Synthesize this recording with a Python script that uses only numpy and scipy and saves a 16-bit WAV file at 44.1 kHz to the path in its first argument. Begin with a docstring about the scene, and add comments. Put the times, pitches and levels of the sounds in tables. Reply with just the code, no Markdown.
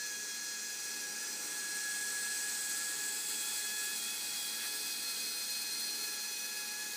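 """A high whine and a rough hiss stand out: a small electric fuel pump running on a workshop bench.
Its shaft turns about 105 times a second; eight commutator segments make the whine as harmonics
and chop the noise of brushes and fuel into a rough hiss. The turning parts add a faint rattle.
The microphone drifts slowly past, so parts of the sound swell and fade; echoes color them.
Underneath lie mains hum, a throbbing drone, the low rush of the room and two soft bumps."""
import sys
import numpy as np
from scipy import signal
from scipy.fft import rfft, irfft
from scipy.io import wavfile

SR = 44100
rng = np.random.default_rng(int(sys.argv[2]) if len(sys.argv) > 2 else 0)


def persist_wave(psi):
    """Save psi, clipped to +-1, as 16-bit WAV."""
    counts = np.round(np.clip(psi, -1, 1) * 32767).astype(np.int16)
    wavfile.write(sys.argv[1], SR, np.atleast_2d(counts).T)


N = 306936
T = np.arange(N) / SR  # time of each sample, s
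BINS = np.fft.rfftfreq(N, 1 / SR)  # frequencies of the spectrum, Hz

# Trend of the shaft speed, with stumbles under the load: (t/s, speed/turns per s)
SHAFT_SPEED = [(0, 105.4), (0.2, 104.1), (0.95, 104.7), (1.12, 103.4), (1.22, 105.9), (1.35, 104.7),
               (2.5, 104.6), (3.92, 105.4), (4.01, 103.6), (4.11, 105.4), (4.48, 104.2), (4.65, 104.9),
               (6.6, 105.3), (6.68, 104.2), (6.82, 106.0), (6.96, 104.7)]
# Main whine, at twice the segment rate, before the effect of speed: (t/s, level/dB)
WHINE_LEVEL = [(0, -47), (0.9, -51.5), (1.15, -50), (1.23, -47.5), (1.36, -52.5), (1.55, -51.5),
               (1.73, -45), (2.1, -43), (3.05, -48), (3.16, -53.5), (3.5, -56.5), (3.64, -49),
               (3.93, -48.5), (3.98, -59), (4.3, -59), (5.75, -61), (6.2, -53.5), (6.96, -52)]
# The commutator's other harmonics: multiples of the segment rate
SEGMENT_MULTIPLES = [1, 3, 4, 5, 7, 8]
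# Beam and echo of each of those harmonics, in the same order, before a small trim and flutter:
# (level outside the beam/dB, swell/dB, crossed at t/s, approach/s, retreat/s,
#  echo level/dB, first node at t/s, time between nodes/s); a negative swell is a quiet zone
HARMONIC_BEAMS = [(-64.5, -20, 0.38, 3.0, 0.45, -75, 2.14, 3.15),
                  (-53, -10.5, 2.3, 2.7, 0.82, -71, 0.25, 1.43),
                  (-61, 10.5, 3.47, 0.44, 2.05, -73, 1.11, 1.52),
                  (-55, 11.5, 5.9, 1.25, 0.58, -65, 1.21, 1.59), (-52.5, -15, 2, 0.4, 3.1, -63, 0.7, 2.1),
                  (-56.5, -7, 5.6, 0.65, 0.81, -63, 1.1, 1.09)]
# Further lines, some of them higher commutator harmonics: (multiple of the shaft speed, level/dB)
SHAFT_ORDERS = [(4, -68.5), (9, -82), (13, -68), (15, -72), (17, -74), (18, -78), (20, -70.5), (25, -66),
                (33, -80), (39, -67), (41, -76), (48, -61.5), (72, -62), (80, -62)]

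# Beams of the five hiss layers, before spurt and brush contact:
# (level outside the beam/dB, swell/dB, crossed at t/s, approach/s, retreat/s)
FLOW_BEAM = (-54.0, 2.5, 1.9, 0.6, 3.5)
BUZZ_BEAM = (-56.5, 9.5, 5, 2.5, 1.9)
RASP_BEAM = (-46.5, 2.5, 3, 1, 2.5)
RING_BEAM = (-53, 9, 2.5, 1.67, 3)
FIZZ_BEAM = (-55.5, 10, 4.5, 3.5, 3.5)
# Spectrum shapes of the same five layers, before the casing: (f/Hz, relative level per Hz/dB)
FLOW_SPECTRUM = [(500, -25.5), (800, -2), (1150, -6.5), (1450, 2), (1850, 1), (2400, 0), (2650, 1),
                 (2950, -5), (3400, 2), (4500, -25), (8000, -40.5)]
BUZZ_SPECTRUM = [(2200, -19), (2850, -14), (3100, -9.5), (3400, -1.5), (3800, -1), (4100, 3.5), (4450, 4.5),
                 (4900, 3), (6000, -37)]
RASP_SPECTRUM = [(1000, -40), (3600, -14), (4000, -6.5), (4300, -1), (4550, -8.5), (4900, -2), (5350, -4.5),
                 (5900, 0), (6800, -3), (7600, -4.5), (9000, -32), (12000, -23)]
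RING_SPECTRUM = [(4000, -36.5), (6300, -11), (7200, -6.5), (7900, 0), (8600, -2), (9400, -3.5),
                 (9700, -11.5), (11500, -21)]
FIZZ_SPECTRUM = [(5000, -36), (8500, 4.5), (10000, 8), (11300, 2), (12500, 3), (14000, 4), (15000, 9),
                 (16000, -10)]
# Resonances and dips of the pump casing: (f/Hz, width/Hz, level added to the hiss/dB)
CASING_RESONANCES = [(1372, 75, 8), (1406, 68, -4.5), (2397, 170, 4), (4225, 200, -0.5), (4850, 100, 4),
                     (5060, 160, -1), (5700, 140, 3), (6330, 370, -3.5), (6500, 240, 4.5), (7660, 1200, -1),
                     (8730, 250, 0.5), (10050, 300, 0.5)]
# Spectrum shape of the rattle: (f/Hz, relative level per Hz/dB)
RATTLE_SPECTRUM = [(100, -24), (400, -23), (900, -7), (1300, -5.5), (1600, -11), (2500, -1.0),
                   (3000, -7), (3800, 1), (4600, 11), (7000, 17), (12000, -2)]

# Band of hiss and rattle weakened by the echo off the bench: (t/s, f/Hz, depth/0-1)
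BENCH_NOTCH = [(0, 3150, 0.27), (1.9, 3680, 0.05), (2.5, 6000, 0.1), (3.2, 5930, 0.5), (4.3, 6200, 0.23),
               (4.8, 7060, 0.5), (6.96, 7750, 0.14)]
# Band strengthened by that echo: (t/s, f/Hz, added share of amplitude)
BENCH_PEAK = [(0, 6400, 0.66), (1.1, 6000, 0.28), (1.4, 8240, 0.19), (2.6, 7850, 0.88), (3.3, 7720, 0.98),
              (4.5, 7930, 0.18), (5.7, 8460, 0.99), (6.96, 8500, 0.05)]

# Soft bumps: (t/s, peak level of the envelope/dB)
BUMP_TIMES = [(2.96, -60), (4.31, -61)]
# Low rush of the room, with a brief swell: (t/s, level/dB)
RUSH_LEVEL = [(0, -64), (0.9, -61), (1.45, -56.5), (1.85, -60.5), (6.96, -61.5)]
# Spectrum shape of that rush: (f/Hz, relative level per Hz/dB)
ROOM_SPECTRUM = [(20, -34), (60, -45), (110, -10.5), (150, -9), (190, 1), (260, 0), (320, 3.5), (420, 0),
                 (540, 0), (640, -8), (1000, -7.5), (2000, -21)]
# Hum of the bench equipment: (f/Hz, level/dB)
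HUM_LINES = [(100, -79), (186, -81.5), (300, -70), (399.6, -71.5), (449.5, -83), (499.6, -71.5)]

SEGMENTS = 8  # on the commutator
HUNT_TURNS_PER_S, HUNT_HZ = 0.3314, 4.0  # the motor hunts around its trend: rms amount, average rate
WHINE_DB_PER_TURN = 1.5  # on the flank of a resonance, each turn a second faster makes the whine louder
SCATTER_DB, SCATTER_HZ = -60.5, 15  # copy of the whine scattered by the room: level, flutter rate
FLUTTER_DB, FLUTTER_HZ = 1.0, 12  # chance flutter of the other harmonics: rms depth, rate
# The main whine stutters as the motor recovers from a stumble: center, half-length, rate, depth
STUTTER_AT_S, STUTTER_S, STUTTER_PER_S, STUTTER_DEPTH = 1.262, 0.16, 17.3, 0.99
SPURT_AT_S, SPURT_S, SPURT_DB = 4.63, 0.038, 5.5  # brief spurt in the flow of fuel
EDGE_HZ = 15450  # upper limit of the rattle and of the recorder


def motor_speed():
    """Turns a second: the load sets the trend, and the motor hunts unevenly around it with fine jitter."""
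    hunt_depth = 1 + 0.396 * wander(rate_hz=1.508)
    hunt_cycles = HUNT_HZ * T + 0.3 * wander(rate_hz=1.5)
    hunt = hunt_depth * np.sin(2 * np.pi * hunt_cycles)
    jitter = 0.071 * wander(rate_hz=33.6)
    return follow(SHAFT_SPEED)[0] + HUNT_TURNS_PER_S * evened(hunt) + jitter


def whine(shaft, speed, trim_db=-0.07):
    """Commutator harmonics, plus further lines at multiples of the shaft speed, some also harmonics."""
    segment = SEGMENTS * shaft
    main_db = follow(WHINE_LEVEL)[0] + WHINE_DB_PER_TURN * (speed - speed.mean())
    main = stutter() * harmonic(2 * segment, main_db, unrest=0.14, rate_hz=36)
    others = 0
    for multiple, row in zip(SEGMENT_MULTIPLES, HARMONIC_BEAMS):
        level_db = trim_db + standing_wave(*row) + FLUTTER_DB * wander(FLUTTER_HZ)
        others = others + tone(multiple * segment, level_db, unrest=0.18, rate_hz=25)
    orders = sum(tone(order * shaft, db, unrest=0.81, rate_hz=4.5) for order, db in SHAFT_ORDERS)
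    return main + others + orders


def harmonic(turns, db, unrest, rate_hz):
    """The direct whine beats with its scattered copy, so it flutters most when it is weak."""
    flutter = wander(SCATTER_HZ) + 1j * wander(SCATTER_HZ)
    scattered = flutter * np.exp(2j * np.pi * turns)
    return tone(turns, db, unrest, rate_hz) + gain_of(SCATTER_DB) * scattered.real


def stutter():
    """A brief run of evenly spaced dropouts, as a gain."""
    gaps = np.cos(np.pi * STUTTER_PER_S * (T - STUTTER_AT_S)) ** 4
    return 1 - np.clip(STUTTER_DEPTH, 0, 1) * bell(STUTTER_AT_S, STUTTER_S, STUTTER_S) * gaps


def standing_wave(outside_db, swell_db, at_s, approach_s, retreat_s, echo_db, node_s, spacing_s):
    """Level in dB as a beam and its echo cancel and reinforce in turn along the microphone's path."""
    direct = gain_of(beam(outside_db, swell_db, at_s, approach_s, retreat_s))
    echo = gain_of(echo_db) * np.exp(2j * np.pi * (T - node_s) / spacing_s)
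    return 20 * np.log10(abs(direct - echo) + 1e-9)


def brushes(shaft):
    """Noise of brushes and fuel, chopped by each segment and a little by each turn, ringing in the casing."""
    angle = 2 * np.pi * shaft
    segment_chop_db = 1.7 * np.cos(SEGMENTS * angle) + 0.55 * np.cos(2 * SEGMENTS * angle)
    turn_chop_db = 0.53 * np.cos(angle) + 0.17 * np.cos(2 * angle)
    chop = gain_of(segment_chop_db + turn_chop_db + 0.39 * wander(rate_hz=19))
    casing_db = sum(db / (1 + (2 * (BINS - hz) / width) ** 2) for hz, width, db in CASING_RESONANCES)
    spurt_db = SPURT_DB * bell(SPURT_AT_S, SPURT_S, SPURT_S)
    contact = wander(rate_hz=24)  # uneven brush contact shows most in the top of the hiss
    layers = [(beam(*FLOW_BEAM) + spurt_db, FLOW_SPECTRUM),
              (beam(*BUZZ_BEAM), BUZZ_SPECTRUM),
              (beam(*RASP_BEAM), RASP_SPECTRUM),
              (beam(*RING_BEAM) + 0.13 * contact, RING_SPECTRUM),
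              (beam(*FIZZ_BEAM) + 0.86 * contact, FIZZ_SPECTRUM)]
    hiss = 0
    for db, spectrum in layers:
        chopped = chop * rng.standard_normal(N)
        hiss = hiss + gain_of(db) * coloured(chopped, spectrum, casing_db)
    return hiss


def rattle(shaft, size=1024, db=-54.0):
    """Each turn repeats the same scrapes of rotor and bearings: faint lines at multiples of shaft speed."""
    hz = np.arange(size // 2 + 1) * np.mean(np.diff(shaft)) * SR
    random_phases = np.exp(2j * np.pi * rng.random(len(hz)))
    one_turn = irfft(random_phases * (hz < EDGE_HZ))
    scrape = np.interp(shaft % 1, np.arange(size) / size, one_turn, period=1)
    return gain_of(db) * coloured(scrape, RATTLE_SPECTRUM)


def beam(outside_db, swell_db, at_s, approach_s, retreat_s):
    """Level in dB while the microphone crosses one beam of the pump's sound."""
    return outside_db + swell_db * bell(at_s, approach_s, retreat_s)


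def bench_echo(x):
    """The bench's echo weakens one band and strengthens another; both slide as the microphone moves."""
    notch_hz, depth = follow(BENCH_NOTCH)
    peak_hz, boost = follow(BENCH_PEAK)
    notch = np.clip(depth, 0, 1) * sliding_band(x, notch_hz, width_hz=1020)
    return x - notch + boost * sliding_band(x, peak_hz, width_hz=450)


def sliding_band(x, hz, width_hz):
    """A resonance that follows the curve hz: shift it to zero, smooth, shift back."""
    turn = np.exp(2j * np.pi * np.cumsum(hz) / SR)
    r = np.exp(-np.pi * width_hz / SR)
    return 2 * (turn * signal.lfilter([1 - r], [1, -r], x / turn)).real


def clutter(x, strength=0.14, drift_s=.00005, count=6):
    """Echoes off nearby objects; their paths change as the hand moves, so fine ripples slide along."""
    echoes = 0
    for delay_s in rng.uniform(0.000984, .007, count):
        moving_delay = delay_s + drift_s * wander(rate_hz=0.37)
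        echoes = echoes + np.interp(T - moving_delay, T, x, left=0)
    return x + strength * echoes


def reflections(x, t60_s=0.071, drift_s=0.000297):
    """Short, dense echoes from the cluttered walls; their delay drifts as the microphone moves."""
    t = T[:SR // 3]
    taps = rng.standard_normal(len(t)) * gain_of(-60 * t / t60_s) * (t > .003)
    wet = signal.fftconvolve(x, taps / np.linalg.norm(taps))[:N]
    return np.interp(T - drift_s * wander(rate_hz=0.519), T, wet, left=0, right=0)


def bumps(hz=165, rise_s=0.012):
    """Dull knocks: a low tone swells quickly and dies away within about a tenth of a second."""
    total = 0
    for start_s, db in BUMP_TIMES:
        age = np.maximum(T - start_s, 0)
        envelope = age / rise_s * np.exp(1 - age / rise_s)
        total = total + gain_of(db) * envelope * np.sin(2 * np.pi * hz * age)
    return total


def workshop(throb_hz=4.2):
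    """Low rush, gently wavering hum and a drone near 225 Hz that throbs a few times a second."""
    rush = gain_of(follow(RUSH_LEVEL)[0]) * coloured(rng.standard_normal(N), ROOM_SPECTRUM)
    hum = sum(tone(hz * T, db, unrest=0.36, rate_hz=1.8) for hz, db in HUM_LINES)
    throb_cycles = throb_hz * T + 0.31 * wander(rate_hz=1.33)
    throb = 1 + 0.58 * np.cos(2 * np.pi * throb_cycles)
    drone_turns = 224.5 * T + 0.15 * wander(rate_hz=5.5)
    drone = throb * tone(drone_turns, -69.5, unrest=0.17, rate_hz=3.7)
    return rush + hum + drone


def tone(turns, db, unrest, rate_hz):
    """A line of given rms level whose strength and phase flutter; turns counts its cycles."""
    flutter = 1 + unrest * (wander(rate_hz) + 1j * wander(rate_hz))
    wave = flutter * np.exp(2j * np.pi * (turns + rng.random()))
    return gain_of(db) * evened(wave.real)


def coloured(x, points, extra_db=0):
    """Gives x a spectrum, at an rms of one."""
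    hz, db = np.transpose(points)
    shape_db = np.interp(np.log(BINS + 1), np.log(hz), db) + extra_db
    return evened(irfft(rfft(x) * gain_of(shape_db), N))


def wander(rate_hz):
    """Smooth chance movement up to about this rate, at an rms of one."""
    smoothing = 1 + (BINS / rate_hz) ** 4
    return evened(irfft(rfft(rng.standard_normal(N)) / smoothing, N))


def bell(at_s, approach_s, retreat_s):
    """Rises smoothly to one at a moment and falls away again."""
    side_s = np.where(T < at_s, approach_s, retreat_s)
    return np.exp(-((T - at_s) / side_s) ** 2)


def follow(rows):
    """Each column of a curve, at every sample."""
    s, *columns = np.transpose(rows)
    return [np.interp(T, s, column) for column in columns]


def evened(x):
    """Scales to an rms of one."""
    return x / np.sqrt(np.mean(x ** 2) + 1e-20)


def gain_of(db):
    """Decibels to amplitude."""
    return 10 ** (np.asarray(db) / 20)


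def scene():
    """One turning shaft drives the pump's sounds; the room adds its own, and both channels are alike."""
    speed = motor_speed()
    shaft = np.cumsum(speed) / SR  # turns so far
    rough_sound = rattle(shaft) + brushes(shaft)
    pump = whine(shaft, speed) + clutter(bench_echo(rough_sound))
    mono = pump + gain_of(-14.5) * reflections(pump) + workshop() + bumps()
    return np.array([mono, mono])


def record(dry):
    """The small microphone's bass roll-off and the recorder's upper band limit."""
    bass_cut = signal.butter(3, 72, "highpass", fs=SR, output="sos")
    thin = signal.sosfilt(bass_cut, dry)
    band_limit = signal.firwin(1023, EDGE_HZ, window=("kaiser", 9), fs=SR)
    return signal.oaconvolve(thin, band_limit[None], "same")


dry = scene()
out = record(dry)
persist_wave(out)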